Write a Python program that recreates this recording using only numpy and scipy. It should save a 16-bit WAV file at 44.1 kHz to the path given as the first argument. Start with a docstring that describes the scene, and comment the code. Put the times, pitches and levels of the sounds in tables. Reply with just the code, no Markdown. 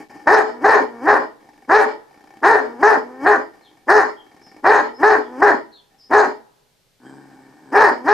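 """A big dog barks beside an open shed door, heard from inside: runs of three and one, then a last run of two.
Each bark is a pulsing voice that glides up and drops again, shaped by throat and mouth resonances.
The dog moans between barks and growls before the last run. Breath noise makes its snores, most with a flutter,
and the fading tail of a bark at the very start. Small birds chirp as gliding, buzzing tones over the yard's
hush of shaped noise. The shed adds echoes, and a limiter holds down the loud barks."""
import sys
import numpy as np
from scipy import signal
from scipy.fft import rfft, irfft
from scipy.io import wavfile
from scipy.ndimage import uniform_filter1d

SR = 44100
rng = np.random.default_rng(int(sys.argv[2]) if len(sys.argv) > 2 else 0)


def master(y):
    """Save y as 16-bit WAV."""
    cut = np.clip(np.atleast_2d(y).T, -1, 1)
    pcm = np.round(cut * 32767)  # scale
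    wavfile.write(sys.argv[1], SR, pcm.astype(np.int16))


N = 358521
T = np.arange(N) / SR   # time in seconds

# Source levels in these tables are set before the shed and the limiter.
# Hush of the yard, relative loudness: pitch_hz, density_db (per Hz)
YARD_HUSH = [(25, -1.5), (60, -21.5), (130, -7.5), (300, -19.5), (430, -13.5), (1000, -23), (2500, -23.5),
             (4000, -21.5), (8000, -28.5), (15000, -31.5)]
# Bird notes, level before the mix with tree echoes: start_s, length_s, start_hz, end_hz, level_db, buzz_width_hz
BIRD_NOTES = [(3.396, 0.1, 4965, 4900, -60, 152), (3.612, 0.054, 4270, 4150, -57.5, 110),
              (3.64, 0.06, 3820, 3000, -50, 148), (4.162, 0.078, 3340, 3103, -47.5, 59.76),
              (4.408, 0.13, 5310, 5050, -50.5, 200.8), (4.936, 0.066, 5260, 5200, -48, 129),
              (5.196, 0.11, 3758, 3000, -55, 110.6), (5.717, 0.065, 4277, 4250, -47.5, 128),
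              (5.731, 0.087, 3912, 3100, -48.5, 150), (5.98, .12, 5287, 5050, -48.5, 226.8),
              (7.042, 0.087, 3200, 3160, -61, 40.4)]
# How long echoes take to die by 60 dB in the shed: pitch_hz, decay_s
SHED_DECAY = [(150, 0.49), (300, 0.34), (700, 0.25), (1800, 0.21), (3000, 0.29), (5500, 0.25), (9000, 0.11)]
# Standing waves in the shed: pitch_hz, level_db, decay_s, left_minus_right_db
STANDING_WAVES = [(430, -54.5, 0.2, 12), (787.3, -49.5, 0.14, -1), (315.6, -57, 0.18, -3),
                  (925, -56.5, 0.14, -6.5)]
# Breathy sounds, level before the flutter: the first row is the fading tail of a bark before the start,
# the rest are snoring in-breaths: start_s, end_s, palate_flaps_per_s, start_db, end_db, flutter_depth (0-1)
BREATHY_SOUNDS = [(-.02, 0.067, 11, -28.5, -58, 0), (0.094, 0.258, 63, -44.5, -45, 0),
                  (1.4, 1.669, 22.5, -47.5, -49, 0.91), (2.077, 2.41, 30.6, -48, -45.5, 0.9),
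                  (3.531, 3.852, 25.2, -48.5, -54.5, 0.72), (4.215, 4.615, 20, -51, -46, 0.9),
                  (5.902, 6.09, 23.7, -63.5, -66.5, 0.38), (7.201, 7.709, 30, -53, -54.5, 0.48)]
# Throat resonances of breath noise: pitch_hz, width_hz, level_db
BREATH_RESONANCES = [(298, 101, 1), (820, 57, 4), (1000, 310, -9.5), (1810, 38, 0.5), (2243, 37, -3.5),
                     (3200, 200, -26), (4860, 710, -22.5)]
# Path of the growl: time_s, pulses_per_s, level_db
GROWL_PATH = [(7.0, 117, -58), (7.057, 133, -42.5), (7.15, 139, -43.5), (7.3, 135, -50), (7.501, 132, -51),
              (7.6, 158, -54.5), (7.71, 128, -45.5)]
# Throat resonances while growling: pitch_hz, width_hz, level_db
GROWL_RESONANCES = [(136.9, 90, -10), (279.6, 64, 13), (428.6, 110, -29.5), (771, 236, -3), (1010, 180, -8),
                    (1452.6, 79, -6.5), (1780, 180, -7.5)]
# Nose resonances above the growl: pitch_hz, width_hz, level_db
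NOSE_RESONANCES = [(2344, 80, -14), (3040, 62, -18), (4900, 410, -20.5), (8100, 460, -20)]
# Barks: wide_open_s, hold_s, top_pitch_hz, opening_db, top_db, late_db, roughness (0-1), rasp_db, upward_glide_s
BARKS = [(0.314, .110, 451, 5, 7.5, 2, 0.57, 1.5, .04), (0.648, 0.15, 458.6, -7, 4.5, -3, 0.57, -0.5, .03),
         (1.082, 0.087, 427, -10.5, -4.5, 4.5, 0.49, -2.5, .04),
         (1.736, .102, 443.7, -3, 8.5, 3, 0.36, 2, 0.041),
         (2.469, .127, 462.2, -1.5, 6.5, -1, 0.53, 1, .036),
         (2.835, 0.13, 447.9, -4, 3.5, -5.5, 0.34, 0, .03),
         (3.273, 0.087, 421.1, -4, -5.5, 1, 0.47, -2.5, 0.039),
         (3.918, 0.11, 432, -2, -1.5, 2.5, 0.56, 1.5, .034),
         (4.682, .122, 455.4, -3, 5, 2.5, 0.53, 0.5, .037),
         (5.038, 0.13, 440.2, -4, -1.5, -2, 0.36, -1, .034),
         (5.430, .090, 414.3, -1, -2.5, 2.5, 0.47, -3, .035),
         (6.146, .111, 433.7, -6, 4, -2.5, 0.54, 2, .034),
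         (7.756, 0.14, 441.7, -9.5, -5, 0.5, 0.53, 1, .028),
         (8.088, .110, 429, -11, -11.5, 1, 0.3, 4, 0.031)]
# Moans joining one bark to the next: start_s, end_s, end_pitch_hz, start_db, end_db, whine_into_bark_db
MOANS = [(0.461, 0.605, 242.8, -43, -39, -31.5), (0.857, 1.001, 232.5, -40.5, -36.5, -26.5),
         (2.64, 2.781, 237.2, -37, -39.5, -30), (3.002, 3.187, 260.2, -39, -40, -25.5),
         (4.846, 4.972, 241.4, -38, -54.5, -27.5), (5.221, 5.372, 255.2, -44.5, -33.5, -28),
         (7.94, 8.037, 251.2, -37, -38.5, -24.5)]
# Throat and mouth resonances while barking: pitch_hz, width_hz, level_db
BARK_RESONANCES = [(397, 176, -2), (834.4, 345, 2.5), (997, 161.3, 6), (1446, 460, -6), (1831, 130, 1.5)]
# Upper resonances of the open mouth: pitch_hz, width_hz, level_db
MOUTH_RESONANCES = [(2283, 130, -19), (2956, 100, -50), (3600, 160, -41.5), (4240, 510, -31),
                    (5160, 470, -31), (6440, 570, -33), (8060, 2720, -44.5)]

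AIR_DB = -61.5   # loudness of the hush
SHED_DB, SHED_UNLIKE = -2.0, 0.86   # echo gain; weight of the echoes that differ left and right
YARD_DB, YARD_DECAY_S, YARD_HZ = -70, 0.86, 1160   # faint far echoes from the slope
GROWL_ROUGH = 0.564   # roughness, 0-1
# Pitch arch shared by all barks
REST_HZ, OPEN_HZ, LATE_HZ, DROP_HZ, TAIL_HZ = 239.47, 406.6, 407.5, 287.7, 258.55
# The last part of the hold falls away; roughness on opening is a share of the roughness at the top
DROP_S, DROP_DB, DROP_ROUGH, OPEN_ROUGH = .037, -9, 0.707, 0.88
# A bark out of silence: start of its glide (dB against the opening), reached in ONSET_S
COLD_HZ, COLD_DB, ONSET_S, SILENT_DB, COLD_ROUGH = 295.1, -13, .019, -53.5, .4
# A whine leads out of a moan and breaks upward during the glide; BREAK_SHARE of the glide is left by then
WHINE_HZ, WHINE_ROUGH = 283.94, .12
BREAK_SHARE, BREAK_HZ, BREAK_DB, BREAK_ROUGH = .45, 329.15, 8.5, .25
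MOAN_ROUGH, MOAN_END_ROUGH = .45, .22
TAIL_S, TAIL_DB, FADE_S = .03, -15, 0.064   # the end of a bark that no moan follows
SHUT_LEAK_DB, SHUT_LEAK_HZ = -16, 970   # low overtones that pass the closed lips
RASP_PATCHY_DB = 2.5   # each upper resonance swells and sinks on its own
CEILING_DB, RELEASE_DB_PER_S = -0.92, 150   # limiter
DIP_S, DIP_WIDTH_S = 0.082, 0.002   # the level dips briefly
CUTOFF_HZ = 15750   # the treble is fully cut from here up


def from_db(db):
    """Turn decibels into a gain."""
    return 10 ** (np.asarray(db) / 20)


def rms_one(x):
    """Scale a sound to an average strength (rms) of 1."""
    return x / np.sqrt(np.mean(x ** 2) + 1e-20)


def even(x, span_s):
    """Hold the running strength (rms) near 1."""
    return x / np.sqrt(uniform_filter1d(x ** 2, int(span_s * SR)) + 1e-9)


def at_hz(points, hz):
    """Read a table between its points, on a log-frequency axis."""
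    table_hz, values = np.array(points).T
    return np.interp(np.log(hz), np.log(table_hz), values)


def filtered(x, order, hz, kind="low"):
    """Keep the low, high or middle (band) part of a sound."""
    return signal.sosfilt(signal.butter(order, hz, kind, fs=SR, output="sos"), x)


def drift(rate_hz):
    """Random wavering below the given rate, with an rms of 1."""
    return rms_one(filtered(rng.standard_normal(N), 2, rate_hz))


def throat(x, resonances):
    """Air cavities ring side by side, each at its own pitch, with alternating signs."""
    out = 0
    for k, (hz, width_hz, db) in enumerate(resonances):
        r = np.exp(-np.pi * width_hz / SR)   # a wider resonance dies sooner
        top = [(1 - r * r) / 2, 0, (r * r - 1) / 2]
        bottom = [1, -2 * r * np.cos(2 * np.pi * hz / SR), r * r]
        out = out + (-1) ** k * from_db(db) * signal.lfilter(top, bottom, x)
    return out


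def folds(pitch, rough, count, jitter, shimmer_db, hiss_db, uneven, chest_db):
    """Vocal folds: wavering pulses in strong-weak pairs, hiss that swells each cycle, and a base tone."""
    phase = 2 * np.pi * np.cumsum(pitch * (1 + jitter * rough * drift(129.1))) / SR
    pairs = uneven * rough * np.cos(phase / 2)   # half the pitch: every other pulse is weaker
    pulses = sum(np.cos(k * phase) for k in range(2, count + 1)) / np.sqrt(count / 2)
    pulses = pulses * from_db(shimmer_db * rough * drift(210)) * (1 + pairs)
    density = np.sqrt(SR / 2 / (count * pitch))   # hiss as dense as the overtones that it lies among
    hiss = filtered(rng.standard_normal(N), 1, 500, "high")
    hiss = hiss * density * (1 + .5 * np.cos(phase))
    base = from_db(chest_db + 3.3 * rough * drift(40)) * np.cos(phase) * (1 + 0.37 * pairs)
    return base + np.sqrt(1 - rough) * pulses + from_db(hiss_db) * rough * hiss


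def air():
    """The hush of the yard: shaped noise, partly alike in both channels."""
    white = rng.standard_normal((2, N))
    white = white[0] + 0.6 * white[1] * [[1], [-1]]
    shape = from_db(at_hz(YARD_HUSH, np.maximum(np.fft.rfftfreq(N, 1 / SR), 1)))
    return from_db(AIR_DB) * rms_one(irfft(rfft(white) * shape, N))


def shed(x):
    """Direct sound, then echoes that die band by band, standing waves and a faint long tail."""
    t = T[:SR]
    noise = rng.standard_normal((2, SR))
    noise = noise[0] + SHED_UNLIKE * noise[1] * [[1], [-1]]
    edges = 60 * 2.0 ** np.arange(0, 8.1, .5)   # half-octave bands
    echoes = 0
    for low, high in zip(edges, edges[1:]):
        decay_s = at_hz(SHED_DECAY, np.sqrt(low * high))
        band = filtered(noise, 2, [low, high], "band")
        equal_energy = np.sqrt(2 * np.log(1000) / decay_s / SR)   # a longer decay starts weaker
        echoes = echoes + band * from_db(-60 * t / decay_s) * equal_energy
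    ringing = 0
    for hz, db, decay_s, pan_db in STANDING_WAVES:
        sides_db = pan_db * np.array([[.5], [-.5]])
        ringing = ringing + from_db(db - 60 * t / decay_s + sides_db) * np.sin(2 * np.pi * hz * t)
    far = filtered(rng.standard_normal((2, SR)), 2, YARD_HZ)
    far = far * from_db(YARD_DB - 60 * t / YARD_DECAY_S)
    response = from_db(SHED_DB) * echoes * np.clip(t / 0.0012, 0, 1) + ringing + far
    direct = x * from_db([[.5], [-.5]])   # 1 dB stronger on the left
    return direct + signal.fftconvolve(x[None], response, axes=1)[:, :N]


def birds():
    """Gliding sines, widened into a buzz by a fast warble and blurred by echoes among the trees."""
    out, warble = np.zeros(N), drift(150)
    for start, length, start_hz, end_hz, db, buzz_hz in BIRD_NOTES:
        along = np.clip((T - start) / length, 0, 1)
        pitch = start_hz + (end_hz - start_hz) * along + buzz_hz * warble
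        swell = np.sin(np.pi * along ** 0.67)
        out += from_db(db) * swell * np.sin(2 * np.pi * np.cumsum(pitch) / SR)
    trees = rng.standard_normal(SR // 3) * from_db(-60 * T[:SR // 3] / 0.24)
    return .5 * out + from_db(-32.0) * signal.fftconvolve(out, trees)[:N]


def breathy_sounds():
    """Air hisses through the throat; in the snores a flapping soft palate chops it, twice a flap."""
    gain = np.zeros(N)
    for start, end, rate_hz, start_db, end_db, depth in BREATHY_SOUNDS:
        turn = ((T - start) * rate_hz) % 1   # place within one flap, 0-1
        first = np.exp(-turn / .3)
        second = .55 * (turn > .6) * np.exp(-(turn - .6) / .15)
        edge = np.clip(np.minimum(T - start, end - T) / 0.0075, 0, 1)   # soft start and end
        level = from_db(np.interp(T, [start, end], [start_db, end_db]))
        gain += edge * level * (1 - depth + 1.3 * depth * (first + second))   # depth 0: no flutter
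    return gain * from_db(2.0 * drift(27)) * rms_one(throat(rng.standard_normal(N), BREATH_RESONANCES))


def growl():
    """Slow pulses with the mouth nearly shut; narrow nose resonances ring above."""
    s, *columns = np.transpose(GROWL_PATH)
    pitch, level_db = [np.interp(T, s, c) for c in columns]
    source = folds(pitch, GROWL_ROUGH, count=15, jitter=0.0851, shimmer_db=2.5, hiss_db=6.0, uneven=1.33,
                   chest_db=-6.5)
    voice = filtered(throat(source, GROWL_RESONANCES), 4, 2000)
    voice += filtered(throat(source, NOSE_RESONANCES), 4, 2100, "high")
    return (T > s[0]) * (T < s[-1]) * from_db(level_db) * even(voice, 0.054)


def voice_controls():
    """Every bark follows one pitch arch, entered cold or through a whine, left into a moan or silence."""
    points = []   # time_s, pitch_hz, level_db, roughness
    sounding = np.zeros(N, bool)
    for start, end, hz, start_db, end_db, _ in MOANS:
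        points += [(start, REST_HZ, start_db, MOAN_ROUGH), (end, hz, end_db, MOAN_END_ROUGH)]
    for s, hold, top_hz, open_db, top_db, late_db, rough, _, glide in BARKS:
        end, drop_db = s + hold, late_db + DROP_DB
        # a moan this close before or after belongs to the bark
        before = [moan for moan in MOANS if 0 < s - moan[1] < .15]
        after = [moan for moan in MOANS if 0 < moan[0] - s - hold < .15]
        if before:
            begin, whine_db = before[0][0], before[0][5]
            points += [(s - glide, WHINE_HZ, whine_db, WHINE_ROUGH),
                       (s - BREAK_SHARE * glide, BREAK_HZ, whine_db + BREAK_DB, BREAK_ROUGH)]
        else:
            begin = s - glide - ONSET_S
            points += [(begin, REST_HZ, SILENT_DB, COLD_ROUGH),
                       (s - glide, COLD_HZ, open_db + COLD_DB, COLD_ROUGH)]
        points += [(s, OPEN_HZ, open_db, OPEN_ROUGH * rough),
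                   (s + (hold - DROP_S) / 2, top_hz, top_db, rough),
                   (end - DROP_S, LATE_HZ, late_db, (rough + DROP_ROUGH) / 2),
                   (end, DROP_HZ, drop_db, DROP_ROUGH)]
        if not after:
            points += [(end + TAIL_S, TAIL_HZ, drop_db + TAIL_DB, DROP_ROUGH),
                       (end + FADE_S, REST_HZ, SILENT_DB, DROP_ROUGH)]
        sounding |= (T > begin) & (T < end + FADE_S)
    s, *columns = np.transpose(sorted(points))
    return [np.interp(T, s, c) for c in columns] + [sounding]


def bark_rasp(source):
    """Upper mouth resonances ring on top of the voice, each swelling and sinking on its own."""
    rasp = 0
    for k, resonance in enumerate(MOUTH_RESONANCES):
        rasp = rasp + (-1) ** k * from_db(RASP_PATCHY_DB * drift(12)) * throat(source, [resonance])
    rasp = filtered(rasp, 2, [2150, 14000], "band")
    times = np.ravel([(row[0], row[0] + row[1]) for row in BARKS])   # start and end of each hold
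    levels_db = np.repeat([row[7] for row in BARKS], 2)
    return rasp * from_db(np.interp(T, times, levels_db))


def barks():
    """The mouth opens with effort: quiet moans are dull and breathy, barks are bright with a patchy rasp."""
    pitch, level_db, rough, sounding = voice_controls()
    source = folds(pitch, rough, count=14, jitter=0.0478, shimmer_db=2.0, hiss_db=3.3, uneven=0.84,
                   chest_db=-11.0)
    voice = filtered(throat(source, BARK_RESONANCES), 4, [215, 2000], "band")
    rasp = bark_rasp(source)
    dull = filtered(voice, 3, 330) + from_db(SHUT_LEAK_DB) * filtered(voice, 2, SHUT_LEAK_HZ)
    breath = from_db(-34.5) * rms_one(throat(rng.standard_normal(N), BREATH_RESONANCES))
    opening = np.clip((level_db + 33) / 24, .02, 1) ** 3.44   # louder means wider open
    swell = uniform_filter1d(opening, int(0.017 * SR), origin=int(0.0017 * SR))   # the rasp lags the voice
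    mix = opening * (voice + swell * rasp) + (1 - opening) * (dull + breath)
    return sounding * from_db(level_db) * even(mix, 0.016)


def scene():
    """Dog and birds through the shed, over the hush."""
    return shed(barks() + breathy_sounds() + growl() + birds()) + air()


def record(dry):
    """A look-ahead limiter holds the barks down, lopsided overload adds a thud, the top is cut."""
    level_db = 20 * np.log10(np.abs(dry).max(0) + 1e-9)
    release = RELEASE_DB_PER_S * T
    held = np.maximum.accumulate(level_db + release) - release   # jumps up at once, sinks steadily
    # averaging over the next 2 ms starts the cut ahead of each peak
    cut_db = uniform_filter1d(np.maximum(held - CEILING_DB, 0), 88, origin=-43)
    x = dry * from_db(-cut_db)
    x = x + 0.11 * filtered(x ** 2, 2, 170)   # the thud follows each bark's envelope
    x = x * (1 - 1.1 * np.exp(-((T - DIP_S) / DIP_WIDTH_S) ** 2))
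    x = filtered(x, 2, 30, "high")
    return signal.sosfilt(signal.cheby2(12, 70, CUTOFF_HZ, fs=SR, output="sos"), x)


dry = scene()
out = record(dry)
master(out)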